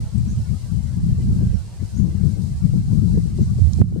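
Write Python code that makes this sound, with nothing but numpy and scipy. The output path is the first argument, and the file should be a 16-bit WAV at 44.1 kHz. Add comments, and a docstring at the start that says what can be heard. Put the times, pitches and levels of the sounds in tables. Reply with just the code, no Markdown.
"""Wind buffets two microphone ports at a pond's edge, each in its own rhythm: rumble in light air,
flutter in strong, puffs from eddies, one brief throb from shed vortices. Behind it: open air, hissing
reeds, two stalk ticks, far birds, faint random gliding tones, a thin whine.
Near the end a gust slaps the right port and the limiter ducks everything."""
import sys
import numpy as np
from scipy import signal
from scipy.fft import rfft, irfft
from scipy.io import wavfile
from scipy.ndimage import uniform_filter1d

SR = 44100
rng = np.random.default_rng(int(sys.argv[2]) if len(sys.argv) > 2 else 0)


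def file_out(sig):
    """Save sig as 16-bit WAV at sys.argv[1]."""
    # one column per channel
    cols = np.atleast_2d(sig).T
    # limit, then scale
    lim = np.clip(cols, -1, 1)
    pcm = np.round(lim * 32767).astype(np.int16)
    wavfile.write(sys.argv[1], SR, pcm)


N = 176400
T = np.arange(N) / SR

# Ambience at the two ports: (frequency [Hz], left-right correlation [-])
PORT_CORRELATION = [(100, 0.12), (700, 0.81), (1300, 0.55), (2400, 0.16), (4400, 0.17), (6200, 0),
                    (8500, -0.4), (11000, -0.13), (15000, 0)]
# Open air and reed hiss: (frequency [Hz], relative density [dB])
AIR_SPECTRUM = [(40, 3), (200, -3.5), (400, -2), (700, -7.5), (1000, -12), (1500, -15.5), (2200, -15.5),
                (3300, -15.5), (4500, -42), (8000, -45)]
REED_SPECTRUM = [(1500, -26), (3200, -13), (3700, -2.5), (4200, 1), (4900, 0.5), (6500, -1), (8000, 1.5),
                 (9000, 1.5), (10000, -6), (11500, -11.5), (15000, -15.5)]
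# Open air and reed hiss: (time [s], level [dB])
AIR_ENVELOPE = [(0, -51), (.8, -53.5), (1.35, -53), (1.72, -51.5), (1.95, -53.5), (3.2, -54.3), (4, -52)]
REED_ENVELOPE = [(0, -51), (1.2, -52.5), (2.7, -52.4), (3.45, -51), (4, -51.5)]
# Steady tones: (frequency [Hz], level [dB])
WHINE_TONES = [(7483, -77), (12947, -82)]
# Dry stalks: (time [s], level [dB], low edge [Hz], high edge [Hz])
STALK_TICKS = [(0.182, -43, 7360, 9100), (3.7343, -35, 3900, 7260)]
# Rising bird calls: (start [s], relative level [dB], rms rasp [Hz])
BIRD_CHIRPS = [(.273, -49.5, 230), (1.941, -50, 190), (3.395, -54, 750)]
# Contour of each chirp: (age [s], pitch [Hz], gain [dB])
CHIRP_CONTOUR = [(0, 4200, -12), (.006, 5400, -6), (.011, 6050, 0), (.024, 6000, -1), (.027, 6680, -1),
                 (.04, 6590, 1), (.056, 6550, -12)]
# Plain bird notes: (start [s], length [s], pitch [Hz], glide [Hz], relative level [dB])
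BIRD_PEEPS = [(.395, 0.034, 5570, -330, -54), (0.812, .05, 7580, 0, -58.5), (1.16, .06, 7600, 0, -57.5),
              (1.27, 0.31, 1568, 0, -66), (1.53, 0.024, 6100, -1000, -52), (3.069, 0.029, 3990, 0, -53.5)]
# Vortex shedding, right port: (time [s], pitch [Hz], level [dB])
THROB_CONTOUR = [(3.58, 80, -30), (3.605, 85, -5), (3.622, 100, -6.5), (3.65, 70, -6), (3.675, 72, -6),
                 (3.69, 115, -7), (3.705, 120, -30)]
# Eddies: (time [s], decay [s], relative left level [dB], relative right level [dB])
EDDY_PUFFS = [(.735, 0.024, -47, -70), (1.181, 0.06, -40, -49), (1.3, .05, -41, -48),
              (1.41, 0.034, -39, -35), (1.531, 0.021, -69, -40.5), (1.824, .02, -40, -70),
              (2.05, 0.09, -37.5, -66), (2.24, .04, -38, -70), (2.36, .06, -39, -70),
              (2.737, 0.012, -27, -69), (2.923, 0.035, -35, -65), (3.009, 0.091, -38, -68),
              (3.146, 0.014, -34, -52), (3.176, 0.0076, -25, -39), (3.255, 0.018, -39, -62),
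              (3.387, 0.022, -26, -50), (3.587, 0.008, -30, -42), (3.671, 0.02, -72, -38),
              (3.788, 0.019, -37, -27), (3.924, 0.017, -26.5, -47), (3.962, 0.022, -23.5, -48)]
# Eddies, light wind, strong wind: (frequency [Hz], relative density [dB])
PUFF_SPECTRUM = [(120, -27), (230, -1), (320, 4), (420, -2.5), (540, -13), (720, -26.5), (1500, -46),
                 (4000, -75)]
RUMBLE_SPECTRUM = [(20, -6.5), (43, -8.5), (65, -0.5), (95, 0), (130, -5), (190, -14), (250, -32),
                   (400, -48.5), (900, -75)]
FLUTTER_SPECTRUM = [(20, -4), (60, -10.5), (110, -2), (185, 0.5), (215, -4), (250, -20), (340, -27),
                    (430, -37), (650, -52), (1400, -77)]
# Wind pressure per port: (time [s], relative level [dB])
LEFT_PRESSURE = [(0.0, -18), (0.11, -34), (0.15, -16), (0.28, -19), (0.4, -26), (0.53, -15), (0.6, -30),
                 (0.66, -23), (0.75, -17), (0.85, -21), (1.1, -14.5), (1.22, -19), (1.42, -13.5),
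                 (1.52, -27), (1.6, -33), (1.76, -35), (1.835, -14), (1.9, -38), (1.96, -15), (2.01, -11),
                 (2.08, -13), (2.12, -19.5), (2.25, -13.5), (2.35, -18), (2.44, -16), (2.6, -29),
                 (2.66, -9), (2.71, -18), (2.78, -13), (2.83, -19.5), (3.01, -9), (3.36, -19.5),
                 (3.42, -12), (3.46, -25), (3.51, -17), (3.59, -20), (3.62, -30), (3.74, -35), (3.8, -11),
                 (3.88, -19), (3.99, -7)]
RIGHT_PRESSURE = [(0, -18), (.05, -17), (.1, -37), (.23, -21), (.36, -22), (.39, -14.5), (.46, -33),
                  (.93, -31), (1.04, -17), (1.13, -19), (1.34, -15.5), (1.4, -18), (1.55, -14.5),
                  (1.62, -27), (1.7, -33), (2.02, -31.5), (2.09, -25), (2.2, -31), (2.47, -32), (2.55, -21),
                  (2.69, -27), (2.72, -19), (2.82, -21), (3.06, -25), (3.18, -14), (3.28, -30),
                  (3.42, -14.5), (3.5, -22.5), (3.6, -15), (3.72, -17), (3.78, -13), (3.82, -6),
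                  (3.99, -17)]

BIN_HZ = np.fft.rfftfreq(N, 1 / SR)
RIGHT_ONLY, OPPOSED = np.array([[0], [1]]), np.array([[1], [-1]])


def from_db(db):
    """Decibels to gain."""
    return 10 ** (np.asarray(db) / 20)


def unit_rms(x):
    """Scale to rms 1."""
    return x / np.sqrt(np.mean(x ** 2) + 1e-20)


def over_time(rows):
    """Table interpolated at every sample."""
    return np.interp(T, *np.transpose(rows))


def over_hz(rows):
    """Table interpolated at every FFT bin, log axis."""
    hz, value = np.transpose(rows)
    return np.interp(np.log(BIN_HZ + 1e-3), np.log(hz), value)


def sine(hz, phase_rad=0):
    """Sine following a pitch curve."""
    return np.sin(2 * np.pi * np.cumsum(hz) / SR + phase_rad)


def bell(centre_s, width_s, time_s=T):
    """Gaussian pulse, peak 1."""
    return np.exp(-.5 * ((time_s - centre_s) / width_s) ** 2)


def drift(rate_hz):
    """Low-passed random wander, rms 1."""
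    return unit_rms(irfft(rfft(rng.standard_normal(N)) / (1 + (BIN_HZ / rate_hz) ** 2), N))


def diffuse_noise(spectrum):
    """Noise reaching both ports from all around, rms 1."""
    mid, side = rfft(rng.standard_normal((2, N))) * from_db(over_hz(spectrum))
    correlation = over_hz(PORT_CORRELATION)
    return unit_rms(irfft(np.sqrt(1 + correlation) * mid + np.sqrt(1 - correlation) * side * OPPOSED, N))


def turbulence(spectrum, window_s=.047):
    """Coloured noise, rms 1, slow swings evened out so the gusts set the level."""
    noise = unit_rms(irfft(rfft(rng.standard_normal(N)) * from_db(over_hz(spectrum)), N))
    size = int(window_s * SR)
    power = uniform_filter1d(uniform_filter1d(noise ** 2, size), size)
    return unit_rms(noise / np.sqrt(power + 1e-9))


def whine():
    """Thin, steady high tones."""
    return sum(from_db(db) * np.sin(2 * np.pi * hz * T) for hz, db in WHINE_TONES)


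def open_air():
    """Soft, dark wash from all around."""
    return from_db(over_time(AIR_ENVELOPE)) * diffuse_noise(AIR_SPECTRUM)


def blips(per_s=115, low_hz=580, high_hz=3438, tilt_db_per_octave=-2.8, glide_octaves_per_s=1.5):
    """Faint, short, random gliding tones that swell with the air noise."""
    size = SR // 5
    out = np.zeros((2, N + size))
    local_s = T[:size] - T[size // 2]
    for when, height, length, strength, side, glide, path in rng.random((int(per_s * N / SR), 7)):
        octaves = height * np.log2(high_hz / low_hz)
        hz = low_hz * 2 ** (octaves + glide_octaves_per_s * (2 * glide - 1) * local_s)
        db = -58.5 + tilt_db_per_octave * octaves + 2 * (2 * strength - 1)
        pan_db = 6 * (side - .5) * OPPOSED
        envelope = from_db(db + pan_db) * bell(0, .0125 * (.5 + length), local_s)
        start = int(when * N)
        out[:, start:start + size] += envelope * sine(hz, phase_rad=(2 * path - 1) * OPPOSED)
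    air_db = over_time(AIR_ENVELOPE)
    return from_db(air_db - air_db.mean()) * out[:, size // 2:size // 2 + N]


def reeds(flicker_db=1):
    """Countless leaves brush together in a flickering hiss."""
    db = over_time(REED_ENVELOPE) + flicker_db * drift(rate_hz=10)
    return from_db(db) * diffuse_noise(REED_SPECTRUM)


def stalk_ticks():
    """Dry stalks tick: tiny bursts of band noise."""
    out = np.zeros((2, N))
    for time_s, db, low_hz, high_hz in STALK_TICKS:
        band = signal.butter(3, [low_hz, high_hz], "band", fs=SR, output="sos")
        noise = unit_rms(signal.sosfilt(band, rng.standard_normal((2, N))))
        out += from_db(db) * bell(time_s, width_s=.0013) * noise
    return out


def birds(gain_db=-3, echo_db=5, t60_s=.35):
    """Far chirps and peeps, smeared by scattering in the reed bed."""
    song = np.zeros(N)
    age_s, contour_hz, contour_db = np.transpose(CHIRP_CONTOUR)
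    for start_s, db, rasp_hz in BIRD_CHIRPS:
        gate = (T > start_s) * (T < start_s + age_s[-1])
        envelope = gate * from_db(db + np.interp(T - start_s, age_s, contour_db))
        hz = np.interp(T - start_s, age_s, contour_hz) + rasp_hz * drift(rate_hz=530)
        song += envelope * sine(hz)
    for start_s, length_s, hz, glide_hz, db in BIRD_PEEPS:
        progress = np.clip((T - start_s) / length_s, 0, 1)
        song += from_db(db) * np.sin(np.pi * progress) * sine(hz + glide_hz * progress)
    tail = rng.standard_normal((2, SR // 2)) * from_db(-60 * T[:SR // 2] / t60_s)
    tail /= np.sqrt(np.sum(tail ** 2) / 2)
    echo = signal.fftconvolve(song[None], tail, axes=1)[:, :N]
    return from_db(gain_db) * (song + from_db(echo_db) * echo)


def vortex_throb():
    """Vortices shed evenly at the right port: a low tone whose pitch follows the air speed."""
    time_s, hz, db = np.transpose(THROB_CONTOUR)
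    envelope = from_db(np.interp(T, time_s, db)) * (T > time_s[0]) * (T < time_s[-1])
    tone = sine(np.interp(T, time_s, hz), phase_rad=2 * np.pi * rng.random())
    return uniform_filter1d(envelope, size=300) * tone * RIGHT_ONLY


def eddies(puff_gain_db=5, attack_s=.003, front_gain_db=1, front_width_s=.00045):
    """Eddies hit the ports: a steep pressure front, then a decaying puff."""
    envelope, fronts = np.zeros((2, N)), np.zeros((2, N))
    for time_s, decay_s, left_db, right_db in EDDY_PUFFS:
        age_s = T - time_s
        port_gain = from_db([[left_db], [right_db]])
        rise = np.clip(age_s / attack_s + 1, 0, 1)
        envelope += port_gain * rise * np.exp(-np.clip(age_s / decay_s, 0, 40))
        fronts += port_gain * age_s / front_width_s * bell(time_s, front_width_s)
    puffs = envelope * np.array([turbulence(PUFF_SPECTRUM), turbulence(PUFF_SPECTRUM)])
    return from_db(puff_gain_db) * puffs + from_db(front_gain_db) * fronts


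def gust_slap(time_s=3.8184, width_s=.00125, crack_s=3.8172):
    """A gust slaps the right port: deep suction inside a broader push, with a sharp crack."""
    pressure = bell(time_s, 3 * width_s) / 3 - bell(time_s, width_s)
    crack = bell(crack_s, width_s=.0004) * rng.standard_normal(N)
    return (from_db(15.5) * pressure + from_db(-30) * crack) * RIGHT_ONLY


def buffeting(pressure, crossover_db, transition_db=4, surge_cap=1.2):
    """Wind on one port: lumpy rumble gives way to flutter as pressure rises."""
    db = over_time(pressure)
    flutter_share = 1 / (1 + np.exp((crossover_db - db) / transition_db))
    # Flow can drop far; surges level off.
    lumps = -np.logaddexp(-2 * drift(rate_hz=27), -2 * surge_cap) / 2
    rumble = unit_rms(turbulence(RUMBLE_SPECTRUM) * from_db(2 * lumps))
    flutter = unit_rms(turbulence(FLUTTER_SPECTRUM) * from_db(4 * lumps))
    return from_db(db) * (np.sqrt(1 - flutter_share) * rumble + np.sqrt(flutter_share) * flutter)


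def scene():
    """Wind on the ports over the quiet pond."""
    wind = np.array([from_db(1.3) * buffeting(LEFT_PRESSURE, crossover_db=-16),
                     from_db(-.2) * buffeting(RIGHT_PRESSURE, crossover_db=-8)])
    pond = open_air() + reeds() + stalk_ticks() + birds() + blips()
    pond *= from_db([[-.43], [.43]])
    return whine() + pond + wind + eddies() + gust_slap() + vortex_throb()


def record(dry, low_cut_hz=42, attack_s=.0002, release_db_per_s=8, fade_s=.008, high_cut_hz=15050):
    """Low cut, stereo-linked limiter at full scale, end fades, high cut."""
    fed = signal.sosfilt(signal.butter(3, low_cut_hz, "high", fs=SR, output="sos"), dry)
    over_db = np.maximum(20 * np.log10(np.abs(fed).max(axis=0) + 1e-9), 0)
    held_db = np.maximum.accumulate(over_db + release_db_per_s * T) - release_db_per_s * T
    pole = np.exp(-1 / (attack_s * SR))
    reduction_db = signal.lfilter([1 - pole], [1, -pole], held_db)
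    limited = np.clip(fed * from_db(-reduction_db), -1, 1)
    edge_s = np.minimum(T, T[::-1])
    fade = np.sin(np.pi / 2 * np.minimum(edge_s / fade_s, 1)) ** 2
    high_cut = signal.ellip(12, .1, 90, high_cut_hz, fs=SR, output="sos")
    return signal.sosfilt(high_cut, fade * limited)


dry = scene()
out = record(dry)
file_out(out)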